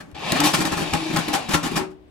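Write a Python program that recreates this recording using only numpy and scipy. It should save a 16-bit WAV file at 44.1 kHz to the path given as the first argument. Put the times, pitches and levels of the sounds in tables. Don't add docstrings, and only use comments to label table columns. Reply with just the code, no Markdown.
import sys
import numpy as np
from scipy import signal
from scipy.fft import rfft, irfft
from scipy.io import wavfile
from scipy.ndimage import uniform_filter1d

SR = 44100
rng = np.random.default_rng(int(sys.argv[2]) if len(sys.argv) > 2 else 0)


def to_wav(sig):
    pcm = np.clip(np.atleast_2d(sig), -1, 1) * 32767
    pcm = np.round(pcm).astype(np.int16)
    wavfile.write(sys.argv[1], SR, pcm.T)


N = 92610
T = np.arange(N) / SR

# [t/s, hold/s, drum boom level/dB, clatter level/dB, steel scrape level/dB]
CABLE_SLAPS = [(0, 0.0026, -41.5, -37.5, -45.5), (0.02, 0.098, -49.5, -58, -68.5),
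               (0.179, 0.037, -46, -46.5, -54), (0.317, 0.0031, -20.5, -24.5, -37),
               (0.353, 0.014, -34, -26, -36), (0.391, 0.02, -27, -24, -42),
               (0.433, 0.036, -29, -23.5, -21.5), (0.481, 0.028, -47, -32, -32),
               (.531, .011, -26, -20, -20.5), (0.569, 0.016, -27, -33, -31),
               (0.598, 0.016, -24.5, -27, -27.5), (.645, .021, -28.5, -29, -31),
               (.714, 0.015, -26.5, -27.5, -32.5), (0.764, .013, -27.5, -29, -32.5),
               (0.786, 0.037, -28.5, -33, -36), (0.927, .018, -25.5, -25.5, -32),
               (1.094, 0.012, -29, -35, -47), (1.124, 0.019, -27.5, -34, -38),
               (1.157, 0.0079, -29, -21, -31.5), (1.18, 0.0073, -27, -27.5, -31),
               (1.275, 0.021, -28.5, -33.5, -40), (1.327, 0.02, -31, -23, -24.5),
               (1.482, .014, -26.5, -30, -36), (1.503, 0.031, -50, -29, -29.5),
               (1.531, 0.012, -24.5, -19.5, -21.5), (1.626, 0.041, -28.5, -30, -32.5),
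               (1.707, 0.034, -31, -42.5, -44), (1.754, 0.016, -26.5, -24.5, -26),
               (1.798, 0.013, -29, -33, -53), (1.902, .008, -55.5, -59, -61)]
# [f/Hz, relative level/dB]
BOOM_SPECTRUM = [(20, -20), (70, -13.5), (115, -12), (170, -3), (250, 1), (350, -2), (450, -10),
                 (900, -49.5)]
# [f/Hz, relative level/dB]
CLATTER_SPECTRUM = [(250, -18), (430, -6.5), (540, 3), (700, -5.5), (1100, -0.5), (1800, -1.5), (2600, -10),
                    (6000, -37)]
# [f/Hz, relative level/dB]
STEEL_SPECTRUM = [(900, -34), (2200, -2), (3200, -1), (5000, -3), (6500, -4.5), (8500, -4.5),
                  (12000, -12.5), (15500, -22)]
# [f/Hz, width/Hz, lift/dB]
DRUM_RESONANCES = [(160, 37, 9.5), (305.3, 11, 7), (579.6, 12.6, 3), (806, 96, 10), (1106, 14, 3.5),
                   (2746, 200, 1.5)]
# [t/s, level/dB before CLICK_TRIM_DB]
STEEL_CLICKS = [(.114, -46.5), (0.149, -46), (0.3204, -10), (0.4031, -9), (0.437, -21), (0.545, -22),
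                (0.653, -17.5), (.936, -16), (1.1626, -16), (1.1708, -15.5), (1.284, -18.5), (1.339, -19.5),
                (1.493, -22), (1.717, -29.5)]
# [t/s, level/dB]
JOLTS = [(.128, -39), (0.714, -36), (0.923, -29), (1.535, -28.5)]
# [t/s, shaft speed f/Hz, gear whirr level/dB, shaft hum level/dB]
MOTOR_COURSE = [(0.144, 69.7, -49, -70), (.149, 81.5, -37.5, -59), (.2, 128.4, -37.5, -60),
                (0.266, 193.6, -28, -58), (.3, 233.5, -26, -32), (.37, 263.5, -26, -28),
                (0.439, 309.4, -27.5, -21), (0.521, 318.8, -35.5, -41), (.66, 318, -32.5, -33),
                (.74, 320.1, -33, -53.5), (0.849, 316.3, -32, -44), (.99, 317.7, -32.5, -40),
                (1.03, 312.6, -32, -32.5), (1.14, 312.8, -32, -35.5), (1.221, 310.7, -32.5, -53.5),
                (1.318, 305.1, -34, -24.5), (1.381, 279, -33.5, -52), (1.452, 236.6, -37.5, -39),
                (1.528, 188.1, -44.5, -43.5), (1.781, 121, -32.5, -66), (1.859, 59.7, -54, -68.5)]
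# [multiple of shaft speed, level/dB re whirr]
GEAR_PARTIALS = [(2.89, -14), (7.6, -25.5), (8.0, -21.5)]
# [f/Hz, relative level/dB]
WHIRR_SPECTRUM = [(60, -9.5), (160, 9.5), (260, -2), (450, 3), (820, 6.5), (1350, -5), (2100, -1.5),
                  (2700, 0), (4200, -1.5), (6000, -9), (9000, -13), (15500, -34.5)]
# [f/Hz, width/Hz, lift/dB]
HOUSING_RESONANCES = [(2420, 90, 6), (2650, 94, 6)]
# [t/s, length/s, first f/Hz, last f/Hz, level/dB]
GLIDING_TONES = [(0.147, 0.053, 721, 830, -40.5), (.22, 0.025, 750, 718, -32),
                 (0.313, .04, 530, 584, -29.5), (0.343, .04, 636, 753, -22), (.411, 0.017, 819.5, 890, -19),
                 (0.432, .05, 807, 774, -26), (1.33, 0.028, 808.5, 769, -18),
                 (1.351, 0.035, 810, 819, -24.5), (1.401, 0.043, 809, 678, -32),
                 (.468, 0.032, 5814, 5790, -28)]
# [t/s, wall level/dB, steel level/dB]
DRUM_KNOCKS = [(.538, -26, -23), (.602, -22, -45), (0.813, -21.5, -34), (.941, -21, -39),
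               (1.167, -17.5, -28), (1.544, -17, -19.5), (1.768, -27, -34)]
# [f/Hz, level/dB re knock, t60/s]
DRUM_WALL_MODES = [(166.4, 0.5, 0.18), (296, -6.5, .26)]
# [f/Hz, level/dB re knock, t60/s]
DRUM_STEEL_MODES = [(1059, -2, 0.13), (1364, -2.5, .11), (1477, -5, 0.078), (1790, -7.5, 0.11),
                    (2708, -9.5, 0.12)]
# [f/Hz, level/dB, t60/s]
RING_MODES = [(377, -28, 0.48), (304, -41.5, 1), (941, -27, 0.2)]
# [f/Hz, relative level/dB]
FLOOR_SPECTRUM = [(20, -13), (70, 1.5), (150, -8.5), (330, -10.5), (500, -11.5), (800, -16), (1300, -26),
                  (3000, -28.5), (7000, -45.5), (16000, -51)]
# [f/Hz, t60/s]
BATHROOM_T60 = [(100, 0.54), (1000, 0.3), (3000, 0.23), (8000, 0.21), (15000, 0.14)]
# [f/Hz, level/dB re direct sound, before each source's offset]
BATHROOM_LEVEL = [(100, -10), (300, -1), (1000, 0), (4500, -3.5), (9000, -3)]
# [f/Hz, phase/rad]
RIGHT_PORT_LAG = [(500, 0.11), (2000, 0.33), (4000, 1.35), (8000, 1.53), (12000, 7.6)]
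# [f/Hz, left minus right level/dB]
STEREO_LEAN = [(170, 2), (700, 4), (2800, 3.5), (5600, 2), (10000, -0.5)]

RISE_S, RELEASE_S = 0.007, 0.0094
SCRAPE_PER_S, SCRAPE_SPREAD_DB, TEETH_PER_S, TEETH_SPREAD_DB = 5000, 1, 7000, 3
PATCH_DB = 3
CLICK_DECAY_S, CLICK_TRIM_DB = 0.0023, -1.5
PING_HZ, PING_WIDTH_HZ, PING_LIFT_DB = 4390, 160, 8
THUMP_HZ, THUMP_PEAK_S = 80, 0.0078
WAVER, WAVER_HZ, TONE_ROUGH, ONCE_PER_TURN = .025, 45, .5, .35
BRIGHT_HZ = 5000
GLIDE_WIDTH_HZ, GLIDE_ROUGH = 14, .2
WALL_RISE_S, STEEL_RISE_S = 0.005, 0.0022
RING_START_S, RING_RISE_S = 1.775, 0.022
FLOOR_DB = -51.5
EARLY_DB, EARLY_DECAY_S = 2.5, 0.0035
CLICK_ROOM_DB, TONE_ROOM_DB, TONE_LEAN_DB = -4.5, -7, 3.5
EDGE_HZ = 16000


def amp(db):
    return 10 ** (np.asarray(db) / 20)


def unit(x):
    return x / np.sqrt(np.mean(x ** 2) + 1e-20)


def read(points, hz):
    f, value = np.transpose(points)
    return np.interp(np.log(hz + 1), np.log(f + 1), value)


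def drift(hz):
    spectrum = rfft(rng.standard_normal(N))
    return unit(irfft(spectrum / (1 + (np.fft.rfftfreq(N, 1 / SR) / hz) ** 4), N))


def colour(x, points, modes=()):
    hz = abs(np.fft.fftfreq(16384, 1 / SR))
    peaks = sum((amp(db) - 1) / (1 + (2 * (hz - f) / width) ** 2) for f, width, db in modes)
    gain = amp(read(points, hz)) * (1 + peaks)
    minimum_phase = np.exp(np.conj(signal.hilbert(np.log(np.maximum(gain, 1e-5)))))
    taps = np.fft.ifft(minimum_phase).real[:4096]
    return signal.fftconvolve(x, taps / np.linalg.norm(taps))[:N]


def grains(per_s, spread_db):
    size = rng.standard_normal(N) * amp(spread_db * np.minimum(rng.exponential(1, N), 4))
    impacts = size * (rng.random(N) < per_s / SR)
    return impacts / np.sqrt(abs(uniform_filter1d(impacts ** 2, size=400)) + 1e-6)


def shifting(x):
    z = signal.stft(x, nperseg=512)[2]
    across_bands = uniform_filter1d(rng.standard_normal(z.shape), size=2, axis=0)
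    patches = unit(uniform_filter1d(across_bands, size=7, axis=1))
    return signal.istft(z * unit(amp(PATCH_DB * patches)), nperseg=512)[1][:N]


def cable():
    power = np.zeros((3, N))
    for start, hold, *levels_db in CABLE_SLAPS:
        attack = np.clip((T - start) / RISE_S, 0, 1)
        release = np.exp(-np.maximum(T - start - RISE_S - hold, 0) / RELEASE_S)
        power += (amp(levels_db)[:, None] * attack * release) ** 2
    boom, clatter, steel = np.sqrt(power)
    impacts = np.zeros(N)
    for push, points in ((clatter, CLATTER_SPECTRUM), (steel, STEEL_SPECTRUM)):
        impacts += colour(push * grains(SCRAPE_PER_S, SCRAPE_SPREAD_DB), points, DRUM_RESONANCES)
    flex = signal.hilbert(colour(rng.standard_normal(N), BOOM_SPECTRUM, DRUM_RESONANCES))
    return shifting(impacts) + boom * unit(flex.real / (abs(flex) + .5))


def clicks():
    out = np.zeros(N)
    for s, db in STEEL_CLICKS:
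        hz = PING_HZ * (1 + rng.normal() / 10)
        snap = rng.standard_normal(N) * (T >= s) * np.exp(-abs(T - s) / CLICK_DECAY_S)
        out += amp(db + CLICK_TRIM_DB) * colour(snap, STEEL_SPECTRUM, [(hz, PING_WIDTH_HZ, PING_LIFT_DB)])
    return out


def thumps():
    out = np.zeros(N)
    for s, db in JOLTS:
        t = np.maximum(T - s, 0)
        swell = t / THUMP_PEAK_S * np.exp(1 - t / THUMP_PEAK_S)
        out += amp(db) * swell * np.sin(2 * np.pi * THUMP_HZ * t)
    return out


def motor():
    s, hz, whirr_db, hum_db = np.transpose(MOTOR_COURSE)
    speed = np.interp(T, s, hz) * (1 + WAVER * drift(WAVER_HZ))
    angle = 2 * np.pi * np.cumsum(speed) / SR
    gears = np.zeros(N)
    for multiple, db in GEAR_PARTIALS:
        gears += amp(db) * unit(np.sin(multiple * angle) * (1 + TONE_ROUGH * drift(WAVER_HZ)))
    hum = unit(np.sin(angle) * (1 + TONE_ROUGH * drift(WAVER_HZ)))
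    gear_gain = amp(np.interp(T, s, whirr_db, -120, -120))
    hum_gain = amp(np.interp(T, s, hum_db, -120, -120))
    return gear_gain * gears + hum_gain * hum


def whirr():
    s, hz, whirr_db, _ = np.transpose(MOTOR_COURSE)
    speed = np.interp(T, s, hz)
    throb = unit(1 + ONCE_PER_TURN * np.cos(2 * np.pi * np.cumsum(speed) / SR))
    teeth = grains(TEETH_PER_S, TEETH_SPREAD_DB) * throb
    rattle = shifting(colour(teeth, WHIRR_SPECTRUM, HOUSING_RESONANCES))
    dull = signal.sosfiltfilt(signal.butter(2, BRIGHT_HZ, fs=SR, output="sos"), rattle)
    bright = (rattle - dull) * speed / hz.max()
    return amp(np.interp(T, s, whirr_db, -120, -120)) * (dull + bright)


def glides():
    out = np.zeros(N)
    for start, length, first_hz, last_hz, db in GLIDING_TONES:
        hz = np.interp(T, [start, start + length], [first_hz, last_hz])
        arch = np.sqrt(abs(np.sin(np.pi * np.clip((T - start) / length, 0, 1))))
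        turns = np.cumsum(hz + GLIDE_WIDTH_HZ * drift(61.7)) / SR
        out += amp(db) * arch * np.sin(2 * np.pi * turns) * (1 + GLIDE_ROUGH * drift(130))
    return out


def knocks():
    out = np.zeros(N)
    for s, wall_db, steel_db in DRUM_KNOCKS:
        t = np.maximum(T - s, 0)
        wall = (DRUM_WALL_MODES, wall_db, WALL_RISE_S)
        steel = (DRUM_STEEL_MODES, steel_db, STEEL_RISE_S)
        for modes, level_db, rise_s in (wall, steel):
            onset = np.minimum(t / rise_s, 1)
            for hz, db, t60 in modes:
                tone = np.sin(2 * np.pi * (hz * t + rng.random()))
                out += onset * amp(level_db + db - 60 * t / t60) * tone
    return out


def ring():
    t = np.maximum(T - RING_START_S, 0)
    modes = sum(amp(db - 60 * t / t60) * np.sin(2 * np.pi * hz * t) for hz, db, t60 in RING_MODES)
    return modes * np.minimum(t / RING_RISE_S, 1)


def bathroom(x, room_db=0):
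    count = 32768
    t, hz = np.arange(count) / SR, np.fft.rfftfreq(count, 1 / SR)
    echoes = rng.choice([-1., 1.], (2, count)) * (rng.random((2, count)) < 3000 / SR) * (t > .004)
    f, frame_s, z = signal.stft(echoes, SR, nperseg=256)
    t60 = read(BATHROOM_T60, f)[:, None]
    decayed = z * amp(-60 * frame_s / t60) / np.sqrt(t60)
    tail = signal.istft(decayed, SR, nperseg=256)[1][:, :count]
    early = rng.standard_normal((2, count)) * (rng.random((2, count)) < 3000 / SR)
    early = early * (t > .0007) * np.exp(-t / EARLY_DECAY_S)
    tail, early = (rfft(v / np.linalg.norm(v, axis=1, keepdims=True)) for v in (tail, early))
    wet = amp(read(BATHROOM_LEVEL, hz) + room_db)
    direct = np.exp(-1j * read(RIGHT_PORT_LAG, hz) * np.array([[0], [1]]))
    paths = (direct + wet * (tail + amp(EARLY_DB) * early)) / np.sqrt(1 + wet ** 2)
    lead = 64
    response = np.roll(irfft(paths), lead, axis=1)
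    return signal.fftconvolve(x[None], response, axes=1)[:, lead:lead + N]


def scene():
    spots = 3
    quiet = np.array([colour(rng.standard_normal(N), FLOOR_SPECTRUM) for side in range(2)])
    drum = sum(bathroom(cable() + whirr()) for spot in range(spots)) / np.sqrt(spots)
    tones = bathroom(motor() + glides() + knocks() + thumps() + ring(), TONE_ROOM_DB)
    tones = tones * amp([[TONE_LEAN_DB / 2], [-TONE_LEAN_DB / 2]])
    mix = drum + tones + bathroom(clicks(), CLICK_ROOM_DB) + amp(FLOOR_DB) * unit(quiet)
    lean = read(STEREO_LEAN, np.fft.rfftfreq(2 * N, 1 / SR))
    gains = amp(np.array([lean, -lean]) / 2)
    gains = gains / np.sqrt((gains ** 2).mean(0))
    return irfft(rfft(mix, 2 * N) * gains)[:, :N]


def record(dry):
    taps = signal.firwin(511, EDGE_HZ, window=("kaiser", 9), fs=SR)
    return signal.oaconvolve(dry, taps[None], "same")


dry = scene()
out = record(dry)
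to_wav(out)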